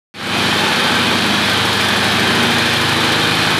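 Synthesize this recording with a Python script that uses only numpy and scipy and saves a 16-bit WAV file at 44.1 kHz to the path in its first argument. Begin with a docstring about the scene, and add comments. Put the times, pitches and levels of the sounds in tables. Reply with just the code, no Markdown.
"""A concrete mixer's single-cylinder four-stroke diesel at about 1550 rpm, a few metres away in a hard-walled workshop.
Exhaust: partials of the firing rate that join in a thud each cycle. Knocks: one run of impulses, repeated
each cycle or turn, coloured by the block. Rattle: random impacts of loose gears and drum that ring the steel.
Ticks: bright gritty bursts, about one a crank turn. All but the exhaust pass through a diffuse hall tail.
The sound fades in at the start."""
import sys
import numpy as np
from scipy import signal
from scipy.fft import rfft, irfft
from scipy.io import wavfile
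from scipy.ndimage import uniform_filter1d

SR = 44100
rng = np.random.default_rng(int(sys.argv[2]) if len(sys.argv) > 2 else 0)


def waveform_to_disk(signal):
    """Save audio, clipped to [-1, 1], as 16-bit WAV at the path in sys.argv[1]."""
    frames = np.transpose(np.atleast_2d(signal))
    scaled = np.clip(frames, -1, 1) * 32767
    samples = np.round(scaled).astype(np.int16)
    wavfile.write(sys.argv[1], SR, samples)


N = 158319
T = np.arange(N) / SR

# standing waves come and go; only the swing about the mean is used
# [t/s, boom level/dB, low-middle level/dB, bass level/dB]
STANDING_WAVES = [(0.5, -19, -23.5, -24.5), (0.73, -22, -24, -36), (1.0, -21, -22.5, -25),
                  (1.3, -20.5, -24, -28.5), (1.62, -25.5, -24, -22), (1.92, -28, -23, -26),
                  (2.17, -18.5, -24, -22.5), (2.45, -18.2, -21.5, -25.5), (2.7, -26.5, -27, -24.5),
                  (2.87, -22.5, -24.5, -20.5), (3.05, -25, -23, -25), (3.3, -20.5, -23, -24),
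                  (3.5, -21, -24.5, -26)]
THUD_AT_CYCLE = 0.62  # place in the cycle, 0 to 1
HALL_T60_S, HALL_GAP_S = 1, 0.008
BRIGHT_DRIFT_PER_S = 8  # shifting of the hall's reflections for rattle and ticks


def undb(db):
    """Decibels to gain."""
    return 10 ** (np.asarray(db) / 20)


def level(x, db):
    """Set the rms level."""
    return x * undb(db) / np.sqrt(np.mean(x ** 2))


def walk(rate_per_s):
    """Slow chance of unit deviation: random levels held 1 / rate and slewed twice."""
    hold = int(SR / rate_per_s)
    steps = np.repeat(rng.standard_normal(N // hold + 1), hold)
    slewed = uniform_filter1d(uniform_filter1d(steps, hold), hold)[:N]
    return slewed / slewed.std()


def swing(table, axis):
    """One column of a level curve, in dB around its mean power."""
    rows = np.array(table)
    db = np.interp(T, rows[:, 0], rows[:, axis])
    return db - 10 * np.log10(np.mean(undb(db) ** 2))


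def colour(x, points, size=4096):
    """Minimum-phase filter through (f/Hz, gain/dB) points, via the folded cepstrum."""
    hz, db = np.array(points).T
    f_hz = np.maximum(np.arange(size // 2 + 1) * SR / size, 1)
    gain_db = np.interp(np.log(f_hz), np.log(hz), db)
    cepstrum = irfft(np.log(undb(gain_db)))
    cepstrum[1:size // 2] *= 2
    cepstrum[size // 2 + 1:] = 0
    impulse_response = irfft(np.exp(rfft(cepstrum)))
    return signal.fftconvolve(x, impulse_response)[:N]


def clicks(times_s, sizes):
    """One impulse at each time."""
    inside = (times_s > 0) & (times_s < T[-1])
    return np.bincount((times_s[inside] * SR).astype(int), sizes[inside], N)


def grains(per_s, spread_db):
    """Random tiny impacts of either sign and uneven strength."""
    struck = rng.random(N) < per_s / SR
    sign = np.sign(rng.standard_normal(N))
    strength_db = spread_db * np.clip(rng.standard_normal(N), -2, 2)
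    return struck * sign * undb(strength_db)


def hall(x, wet_db, drift_per_s, count=6):
    """Direct sound and the workshop's diffuse tail, whose pattern of reflections keeps shifting."""
    t = T[:SR // 2]
    decay = np.exp(-np.log(1000) * t / HALL_T60_S) * (t > HALL_GAP_S)
    tails = rng.standard_normal((count, len(t))) * decay
    wet = signal.fftconvolve(x[None], tails / np.linalg.norm(tails[0]), axes=1)[:, :N]
    shares = np.array([walk(drift_per_s) for _ in range(count)])
    mixed = np.sum(wet * shares, axis=0) / np.linalg.norm(shares, axis=0)
    return x + undb(wet_db) * mixed


def when(cycle, places):
    """Times at which the engine passes these places in its cycle: cycles x places."""
    return np.interp(np.arange(int(cycle[-1]) + 1)[:, None] + places, cycle, T, right=-1)


def ticks(cycle):
    """Running gear: a short gritty burst on each crank turn, strong and weak by turns."""
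    # [place in cycle, relative level/dB]
    tick_places = [(.565, 0), (.05, -4)]
    # the stronger tick grows clearer [t/s, added level/dB]
    strong_tick_rise = [(.5, -4), (1.05, -3.5), (1.45, .5), (2.5, 1), (3.5, 0)]
    # tick spectrum [f/Hz, gain/dB]
    tick_spectrum = [(2000, -13), (5000, 8.5), (7500, -2), (9800, 3), (11500, -1.5), (13000, -4),
                     (15000, -11)]
    decay_s, scatter_db, grains_per_s = 0.013, 1.2, 9000
    wet_db, rms_db = -5.5, -34.3

    places, db = np.array(tick_places).T
    times_s = when(cycle, places)
    db = db + (db == db.max()) * np.interp(times_s, *np.array(strong_tick_rise).T)
    db = db + scatter_db * rng.standard_normal(times_s.shape)
    starts = clicks(times_s, undb(db))
    burst = signal.lfilter([1], [1, -np.exp(-1 / (decay_s * SR))], starts)
    grit = colour(burst * grains(grains_per_s, spread_db=0.5), tick_spectrum)
    return level(hall(grit, wet_db, BRIGHT_DRIFT_PER_S), rms_db)


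def rattle(cycle):
    """Loose gear teeth chatter, slightly harder around each thud, and ring the steel resonances."""
    # gear and drum spectrum [f/Hz, gain/dB]
    gear_spectrum = [(60, -36), (200, -13), (550, -5.5), (1000, -3), (1350, -1.5), (1750, 2), (1950, -5.5),
                     (2400, -1.5), (2800, -4.5), (3100, 0.5), (3700, -1.5), (4400, -5), (5200, -13),
                     (7000, -19.5), (10000, -21), (12000, -26), (15000, -45)]
    # ringing steel of drum and gear [f/Hz, t60/s, relative level/dB]
    steel_modes = [(822, 0.6, -10), (854, 0.37, 3), (907, 0.38, -2), (1570, 0.34, 4.5), (1830, 0.047, -23),
                   (2504, 0.085, 3), (3140, 0.074, -1), (3200, .1, -15)]
    hits_per_s, spread_db, throb_depth = 2000, 2.5, 0.059
    wet_db, chatter_rms_db, ring_rms_db = 2, -16.5, -31

    throb = 1 + throb_depth * np.cos(2 * np.pi * (cycle - THUD_AT_CYCLE))
    hits = hall(grains(hits_per_s, spread_db) * throb, wet_db, BRIGHT_DRIFT_PER_S)
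    ring = 0
    for hz, t60_s, db in steel_modes:
        pole = np.exp((2j * np.pi * hz - np.log(1000) / t60_s) / SR)
        mode = signal.lfilter([1], [1, -pole], hits).imag
        ring = ring + level(mode, db)
    return level(colour(hits, gear_spectrum), chatter_rms_db) + level(ring, ring_rms_db)


def knocks(cycle, count=36):
    """Piston, cam and teeth strike at the same crank angles again and again, some each turn, some each cycle."""
    # engine block and frame spectrum [f/Hz, gain/dB]
    block_spectrum = [(55, -56.5), (90, -7.5), (170, -1.5), (280, -2), (380, 2), (480, -5), (560, -5.5),
                      (700, -5), (850, -1.5), (1100, -3.5), (1600, -4), (2500, -10), (5000, -42)]
    jitter_s, scatter_db = 0.00016, 4  # from blow to blow
    spread_db = 5  # between places
    turn_share, middle_depth = 0.71, 0.9
    wet_db, drift_per_s, rms_db = -0.5, 1.417, -20.5

    def run(places, sizes):
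        """Repeat one pattern of blows, each a little off in time and strength."""
        times_s = when(cycle, places)
        late, strength = rng.standard_normal((2,) + times_s.shape)
        return clicks(times_s + jitter_s * late, sizes * undb(scatter_db * strength))

    # row 0: once a cycle; row 1: once a turn
    places = (np.arange(count) + rng.random((2, count))) / count
    signs = rng.choice([-1, 1], (2, count))
    sizes = signs * undb(spread_db * rng.standard_normal((2, count)))
    each_cycle = run(places[0], sizes[0])
    each_turn = run(np.r_[places[1], places[1] + 1] / 2, np.tile(sizes[1], 2))
    blows = level(each_cycle, 0) + turn_share * level(each_turn, 0)
    in_hall = hall(colour(blows, block_spectrum), wet_db, drift_per_s)
    return level(in_hall, rms_db) * undb(middle_depth * swing(STANDING_WAVES, axis=2))


def exhaust(cycle):
    """Partials of the firing rate: the low ones join in a thud, the higher ones are scattered and waver."""
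    # drone [multiple of firing rate, level before trim/dB]
    drone = [(5, -50), (6, -46), (7, -38.5), (8, -31.5), (9, -38), (10, -35), (11, -43.5), (12, -34),
             (13, -37.5), (14, -36.5), (15, -45.5), (16, -29.5), (17, -38.5), (18, -29), (19, -35),
             (20, -36.5), (21, -44), (22, -38), (23, -39.5), (24, -39), (25, -39.5), (26, -38.5), (27, -43),
             (28, -34.5), (29, -52), (36, -36.5)]
    # multiples that swell and sink
    swelling_orders = (16, 18, 28, 36)
    # only the swing about the mean is used [t/s, 16th/dB, 18th/dB, 28th/dB, 36th/dB]
    swells = [(0.5, -27, -35.5, -38, -36), (0.73, -35, -36, -34, -44), (1.0, -41, -24.5, -49, -41),
              (1.3, -22.5, -30, -48, -46), (1.62, -34, -44.5, -35, -32), (1.92, -26.5, -46, -33, -37),
              (2.17, -28, -30.9, -41, -44.7), (2.45, -36, -21, -31.5, -35), (2.7, -41, -28.5, -36, -31),
              (2.87, -42, -35, -31, -32), (3.05, -38, -28.5, -33, -30), (3.3, -37.8, -41, -29, -29),
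              (3.5, -37.7, -43, -31.5, -40)]
    scatter_hz = 140.53  # above this pitch the hall scatters the partials
    boom_above_hz, boom_depth, bass_depth, swell_depth = 140, 0.81, 0.82, 0.84
    trim_db, waver_db, wander_rad = -0.8, 2, 0.28
    firing_lag_rad = 1.15  # odd partials, from the firing, lag those of the turning crank

    boom_db = boom_depth * swing(STANDING_WAVES, axis=1)
    bass_db = bass_depth * swing(STANDING_WAVES, axis=3)
    out = 0
    for k, db in drone:
        hz = k * cycle[-1] / T[-1]
        spread = hz / scatter_hz
        if k in swelling_orders:
            change_db = swell_depth * swing(swells, axis=1 + swelling_orders.index(k))
        else:
            body_db = boom_db if hz > boom_above_hz else bass_db
            change_db = body_db + waver_db * min(spread / 2, 1) * walk(2.81)
        phase = 2 * np.pi * k * (cycle - THUD_AT_CYCLE) - firing_lag_rad * (k % 2)
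        phase = phase + spread ** 3 * rng.standard_normal()
        phase = phase + wander_rad * spread * walk(3)
        out = out + np.sqrt(2) * undb(db + change_db + trim_db) * np.cos(phase)
    return out


def scene():
    """One crankshaft drives every part of the mixer."""
    # engine speed [t/s, firing rate/Hz]
    firing_rate = [(0.3, 13.293), (0.6, 13.159), (0.9, 13.004), (1.2, 12.868), (1.65, 12.836),
                   (2.1, 12.895), (2.55, 12.968), (3.0, 13.02), (3.3, 13.024)]
    cycle = np.cumsum(np.interp(T, *np.array(firing_rate).T)) / SR
    return (ticks(cycle) + rattle(cycle) + knocks(cycle) + exhaust(cycle))[None]


def record(dry):
    """The highest peaks are rounded, the sound fades in, and the top is cut."""
    ceiling, knee = 0.67, 3.8  # limit of the rounding; a higher knee rounds less
    fade_start_s, fade_full_s, fade_from, fade_power = 0.14, 0.42, 0.13, 1.23
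    top_hz = 15300
    rounded = dry / (1 + np.abs(dry / ceiling) ** knee) ** (1 / knee)
    ramp = np.interp(T, [fade_start_s, fade_full_s], [fade_from, 1], left=0)  # silent before the start
    top_cut = signal.ellip(10, 0.2, 80, top_hz, fs=SR, output="sos")
    return signal.sosfilt(top_cut, rounded * ramp ** fade_power)


dry = scene()
out = record(dry)
waveform_to_disk(out)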